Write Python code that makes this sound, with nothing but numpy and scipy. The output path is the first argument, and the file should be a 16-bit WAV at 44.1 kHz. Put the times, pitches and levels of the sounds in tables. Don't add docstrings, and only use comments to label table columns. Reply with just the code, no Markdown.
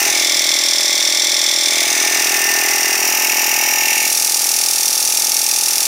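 import sys
import numpy as np
from scipy import signal
from scipy.fft import rfft, irfft, next_fast_len
from scipy.io import wavfile
from scipy.ndimage import uniform_filter1d

SR = 44100
rng = np.random.default_rng(int(sys.argv[2]) if len(sys.argv) > 2 else 0)


def master_out(mix):
    frames = np.transpose(np.atleast_2d(mix))
    ceiling = np.clip(frames, -1, 1)
    pcm = np.round(ceiling * 32767).astype(np.int16)
    wavfile.write(sys.argv[1], SR, pcm)


def convert_level_to_amplitude(level_db):
    exponent = np.asarray(level_db, float) / 20
    return 10 ** exponent


N = 258855
STROKES_HZ = 41
SIZE = next_fast_len(N)
HZ = np.fft.rfftfreq(SIZE, 1 / SR)


def pump(angle, casing_db):
    # (crank angle [turns], level [dB])
    thump_table = [
        (.442, 1),
        (.942, -1),
        (.05, -10),
        (.55, -11),
    ]
    # (crank angle [turns], half length [ms], level over the rush in five regions [dB])
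    puffs = [
        (.172, 2.8, -6, 4, 10, 6.5, 8),
        (.27, 1.8, -3, 3, -2, 3, 4),
        (.47, 2.2, 4, 2, 5, 1, 2),
        (.68, 3.1, -6, 4, 9, 7, 8),
        (.76, 1.8, -3, 3, -2, 4, 4),
        (.95, 2.2, 4, -2, 1, -3, -2),
    ]
    regions_hz = [1000, 1750, 3000, 4500, 7500]
    # (frequency [Hz], share of the power [0-1])
    repeat_table = [(60, .05), (130, .5), (240, .9), (450, .88), (875, .85), (950, .55), (1400, .2),
                    (2500, .35), (4000, .45), (7000, .35), (12000, .2)]
    # (frequency [Hz], width [Hz], depth
    hum_hollow = (860, 210, .85)

    thumps = evened(sum(convert_level_to_amplitude(db) * strikes(angle, at, .02, .35) for at, db in thump_table))
    wear = 0
    for k in (1, 2):
        points = 2152 // k
        wear = wear + np.interp(k * angle % 1, np.arange(points) * k / 2152, rng.standard_normal(points))
    repeat = read(repeat_table, HZ)
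    rush = shaped(rng.standard_normal(N), np.sqrt(1 - repeat))
    power = 1 + bursts(angle, puffs, .12, .5)
    above = [1 / (1 + (edge / (HZ + 1)) ** 16) for edge in regions_hz] + [0]
    hollowed = dip(*hum_hollow)
    low = shaped(shaped(thumps, np.sqrt(repeat)) + rush, np.sqrt(1 - above[0]) * hollowed)
    air = shaped(rush + shaped(evened(wear), np.sqrt(repeat)), hollowed)
    high = 0
    for k, region in enumerate(power):
        lift = convert_level_to_amplitude(casing_db) if k == 1 else 1
        band = np.sqrt(np.maximum(above[k] - above[k + 1], 0))
        high += lift * shaped(air * evened(np.sqrt(region)), band)
    return low, high


def bursts(angle, table, wander_ms, spread_db):
    power = 0
    ms = np.arange(-300, 600) * 1000 / SR
    for at, half_ms, *region_db in table:
        shape = np.exp(-abs(ms / half_ms * np.where(ms < 0, 1.6, .75)) ** 1.5)
        blows = strikes(angle, at, wander_ms, spread_db) ** 2
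        line = signal.oaconvolve(blows, shape)[300:300 + N]
        power = power + convert_level_to_amplitude(np.array(region_db))[:, None] ** 2 * abs(line)
    return power


def valves(angle):
    # (crank angle [turns], level of each of the five rings [dB])
    tick_table = [
        (.175, -9, -5, 3.5, -7, -9),
        (.25, -9, -20, -14, -20, -20),
        (.318, -20, -12, -4, -14, -5),
        (.672, -9, -6, 0, -7, -12),
        (.745, -9, -20, -9, -20, -20),
        (.815, -16, -12, -2, -12, -3),
    ]
    # (frequency [Hz], ring time [ms], fall of pitch [share per ms])
    ring_table = [
        (2900, 1.1, .035),
        (3550, .9, .002),
        (5650, .65, .002),
        (10800, .25, .002),
        (14300, .2, .002),
    ]
    ms = np.arange(400) * 1000 / SR
    rings = []
    for f, tau, fall in ring_table:
        soft_edge = ms / tau * np.exp(1 - ms / tau)
        rings.append(soft_edge * np.sin(2 * np.pi * f * ms * (1 - fall * ms) / 1000))
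    out = 0
    for at, *ring_db in tick_table:
        tick = convert_level_to_amplitude(np.array(ring_db)) @ rings
        out = out + signal.oaconvolve(strikes(angle, at, .05, .8), tick)[:N]
    return out


def chirps(angle):
    at, top_hz, end_hz, fall_ms, ring_ms = .145, 3100, 2120, 4.5, 6
    ms = np.arange(900) * 1000 / SR
    hz = end_hz + (top_hz - end_hz) * np.exp(-ms / fall_ms)
    fade = np.exp(-ms / ring_ms * 2) ** .75
    whistle = ms * fade * np.sin(2 * np.pi * np.cumsum(hz) / SR)
    blows = strikes(angle, at, .1, 1.) + strikes(angle, at + .5, .1, 1.)
    return evened(signal.oaconvolve(blows, whistle)[:N])


def hum(angle, hum_db):
    from_hz, to_hz, fill_s, width_hz = 812, 862, 2.5, 45
    ring_at, fade_db_per_s = .43, -.1
    t = np.arange(N) / SR
    centre = to_hz + (from_hz - to_hz) * np.exp(-t / fill_s)
    out = 0
    for order in (38, 40, 42, 44):
        near = 1 / (1 + 2j * (order * STROKES_HZ / 2 - centre) / width_hz)
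        out += np.sqrt(2) * (near * np.exp(2j * np.pi * order * (angle - ring_at))).imag
    return out * convert_level_to_amplitude(hum_db + fade_db_per_s * t)


def gears(gear_db):
    # (time [s], half length [s], lift [dB])
    beam = (2.49, .2, 10.6)
    tone_hz, wander_hz, swell_db = 1801, 1.5, 1.5
    hz = tone_hz + wander_hz * drift(6.)
    level = convert_level_to_amplitude(gear_db + swell(*beam) + swell_db * drift(4.73))
    return np.sqrt(2) * level * np.sin(2 * np.pi * np.cumsum(hz) / SR)


def room_rumble():
    return evened(shaped(rng.standard_normal(N), 1 / (1 + (HZ / 130) ** 4)))


def heard_from(place, low, high, ticks, thump_db):
    deep, broad, modes = place
    hz = np.fft.rfftfreq(8192, 1 / SR)
    plain = convert_level_to_amplitude(read(broad, np.minimum(hz, 15400)))
    power = (plain * convert_level_to_amplitude(-2.0)) ** 2
    for f, width, db in modes:
        power += convert_level_to_amplitude(db) ** 2 / (1 + (2 * (hz - f) / (width + .022 * f)) ** 2) ** 2
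    thump = convert_level_to_amplitude(thump_db) * evened(coloured(low, convert_level_to_amplitude(read(deep, hz)), sudden=.45))
    air = evened(coloured(high, np.sqrt(power)))
    return thump + air + coloured(ticks, plain / convert_level_to_amplitude(read(broad, 5750)))


def crank():
    # (time [s], lead on a steady pace [strokes])
    lead = [(0, .183), (.6, .214), (1.2, .264), (1.65, .318), (2.1, .3), (2.4, .25), (2.7, .23),
            (3.3, .233), (3.9, .2), (4.2, .195), (4.8, .228), (5.4, .283), (5.87, .33)]
    t = np.arange(N) / SR
    return (STROKES_HZ * t + np.interp(t, *np.transpose(lead))) / 2


def strikes(angle, at, wander_ms, spread_db):
    turn = np.arange(-1, 125)
    late, size = rng.standard_normal((len(turn), 2)).T
    place = np.interp(turn + at, angle, np.arange(N), -1, -1)
    index = np.clip(place + late * wander_ms * SR / 1000, 0, N - 1).astype(int)
    out = np.zeros(N)
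    out[index] = convert_level_to_amplitude(spread_db * size) * (place > 0)
    return out


def drift(top_hz):
    f = np.geomspace(top_hz / 8, top_hz, 12)[:, None]
    phase = f * np.arange(N) / SR + rng.random(f.shape)
    return evened((np.sin(2 * np.pi * phase) / np.sqrt(f)).sum(0))


def swell(s, half_s, lift_db):
    return lift_db * np.exp(-((np.arange(N) / SR - s) / half_s) ** 2)


def coloured(x, gain, sudden=1):
    log = np.log(np.maximum(np.r_[gain, gain[-2:0:-1]], 1e-5))
    spectrum = np.exp(log - 1j * sudden * signal.hilbert(log).imag)
    taps = np.roll(np.fft.ifft(spectrum).real, 1024)[:4096]
    return signal.oaconvolve(x, taps)[1024:1024 + N]


def shaped(x, gain):
    return irfft(rfft(x, SIZE) * gain, SIZE)[..., :N]


def dip(f, width, depth):
    return 1 - min(depth, 1) * np.exp(-(2 * (HZ - f) / width) ** 2)


def read(points, hz):
    f, value = np.transpose(points)
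    return np.interp(np.log(hz + 1), np.log(f + 1), value)


def evened(x):
    return x / np.sqrt(np.mean(x ** 2) + 1e-20)


def scene():
    # (time [s], place [0-4])
    walk = [(0, 1.95), (.12, 1.03), (.3, 0.43), (.7, 0.21), (1.6, 0.25), (1.85, .97), (2.15, 1.5),
            (2.4, 1.9), (2.95, 1.9), (3.15, 2.71), (3.8, 3.0), (4.02, 3.24), (4.15, 3.8), (5, 3.89),
            (5.87, 3.85)]
    # (frequency [Hz], width [Hz], level [dB])
    by_pump = [
        [(59, -53), (100, -33), (157, -16.5), (214, -17.5), (233, -8.5), (326, 2.5), (417, -4.5), (440, -22), (594, 7), (768, -11), (802, 17), (846, 2), (874, -31), (1080, -15), (1300, -42), (1690, -47), (2860, -120)],
        [(530, -120), (900, -5), (1080, -2), (1340, -15.5), (2130, -2), (2880, -41.5), (3450, -0.5), (4650, 1.5), (5500, 6), (6360, -13), (7430, 2.5), (8080, -9.5), (15800, -16)],
        [(2147, 305, 7), (3504, 300, 10), (4280, 84, -26), (5480, 130, 4.5), (5980, 230, 8), (8050, 270, -8), (8560, 250, -7), (14300, 180, -30)],
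    ]
    swinging = [
        [(59, -67), (100, -23), (157, -20.5), (214, -29.5), (274, -2), (362, -7.5), (412, -6.5), (440, -16), (528, -13), (594, -12), (676, 3), (768, -14.5), (837, 24.5), (903, -18.5), (1300, -11), (1690, -55), (2860, -120)],
        [(530, -60), (900, 2), (1420, -7.5), (2060, -4), (3130, -6), (3660, 4), (4380, -3), (5990, 4.5), (7610, -0.5), (10600, -1), (12000, -10), (14200, -4), (15800, -27)],
        [(2224, 200, 3.5), (3460, 420, -10), (5110, 67, 8), (6160, 46, 10), (6830, 170, -23), (8300, 120, -32), (10900, 130, -2), (15000, 290, -1)],
    ]
    by_bottle = [
        [(59, -42), (100, -40), (214, -20.5), (236, -14), (344, -8), (404, -3), (495, -17.5), (517, -19), (676, -6.5), (736, -4.5), (837, 21), (883, 15.5), (912, -22.5), (994, -6), (1300, -19), (1690, -83), (2860, -120)],
        [(530, -55), (900, -6), (1510, -10), (1760, -8.5), (2350, -20.5), (2620, -7), (3370, -20.5), (5640, -1.5), (7610, -9.5), (8270, -6.5), (10400, -7.5), (14000, -19), (15800, -4.5)],
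        [(2030, 130, -3), (2515, 18, -3), (2770, 60, -5.5), (5600, 95, 4), (5890, 28, 3.5), (7600, 240, -24.5), (11360, 99, -5.5), (13600, 330, 0)],
    ]
    by_gauge = [
        [(59, -61), (100, -34), (157, -25), (214, -29), (236, -12), (362, -9), (412, -10.5), (495, -21), (517, -14), (736, -3.5), (837, 2), (912, -5), (1090, -7), (1190, 0), (1300, 2), (1690, -105), (2860, -120)],
        [(530, -59), (900, -5), (1090, -15.5), (1680, -10), (1740, -9.5), (2710, -4.5), (3450, -15.5), (3700, -8), (4330, -13), (5910, -1), (7890, -9.5), (12700, -7), (15800, -8.5)],
        [(2205, 51, -2.5), (2730, 42, -1), (5030, 40, -4), (5790, 13, 9), (5320, 92, 1), (6800, 16, 0), (12860, 370, 1), (14000, 400, -8)],
    ]
    shaded = [
        [(59, -44), (100, -29), (221, -22.5), (236, -13), (362, -12), (430, -12), (551, -9), (620, -20.5), (640, 0), (698, -13), (752, -5.5), (846, 13), (1020, -38), (1080, -57), (1300, -64), (1690, -88), (2860, -120)],
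        [(530, -50), (900, -2), (1080, -18), (1260, -14.5), (1720, -22.5), (2650, -19.5), (3210, -19.5), (3490, -15), (5000, -9), (5640, -8.5), (7700, -9.5), (11000, -9), (15800, -18.5)],
        [(2600, 57, -24), (4740, 150, -13), (5870, 66, -19), (6250, 62, -4), (8140, 250, -13.5), (9470, 170, -5.5), (11000, 530, -7.5), (13600, 200, -11)],
    ]
    # (ticks [dB], thump share [dB], casing lift [dB], gear tone [dB], valve whistle [dB])
    shares = [
        (-7.5, -20.5, -5, -45, -36),
        (-14, -13, 5.5, -32, -31),
        (-22, -10.5, 7.5, -34, -31.5),
        (-26, -15, 5, -31, -26.5),
        (-4, -21.5, -0.5, -47, -43),
    ]
    hum_levels = [
        -39,
        -33,
        -30.5,
        -29,
        -38.5,
    ]
    # (time [s], half length [s], lift [dB])
    open_side = (3.96, 0.17, 4.6)
    level_db, fade_db_per_s, rumble_db = -14.5, -0.1064, -65

    t = np.arange(N) / SR
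    place = np.clip(np.interp(t, *np.transpose(walk)), 0, 4)
    columns = np.transpose(shares)
    tick_db, thump_db, casing_db, gear_db, chirp_db = (np.interp(place, np.arange(5), c) for c in columns)
    hum_db = np.interp(place, np.arange(5), hum_levels)
    angle = crank()
    low, high = pump(angle, casing_db + swell(*open_side))
    ticks = valves(angle) * convert_level_to_amplitude(tick_db + 12)
    mix = 0
    for k, colours in enumerate([by_pump, swinging, by_bottle, by_gauge, shaded]):
        nearness = np.sqrt(np.clip(1 - abs(place - k), 0, 1))
        mix = mix + nearness * heard_from(colours, low, high, ticks, thump_db)
    mix /= np.sqrt(abs(uniform_filter1d(mix ** 2, 9000)) + 1e-9)
    rumble = convert_level_to_amplitude(rumble_db + 0.54 * (thump_db + 24.5) - .5 * t) * room_rumble()
    mix = mix * convert_level_to_amplitude(level_db + fade_db_per_s * t)
    mix = mix + gears(gear_db) + hum(angle, hum_db)
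    mix = mix + convert_level_to_amplitude(chirp_db + swell(*open_side)) * chirps(angle)
    return (mix + rumble)[None]


def band_limit(x):
    return signal.sosfilt(signal.butter(12, 15960, fs=SR, output="sos"), x)


def record(dry):
    # (frequency [Hz], width [Hz], depth [0-1])
    narrow_notch = (7890, 170, .85)
    x = shaped(dry, dip(*narrow_notch))
    x = shaped(np.clip(x, -1, 1), 1 / (1 + (HZ / 15830) ** 300))
    return band_limit(x)


dry = scene()
out = record(dry)
master_out(out)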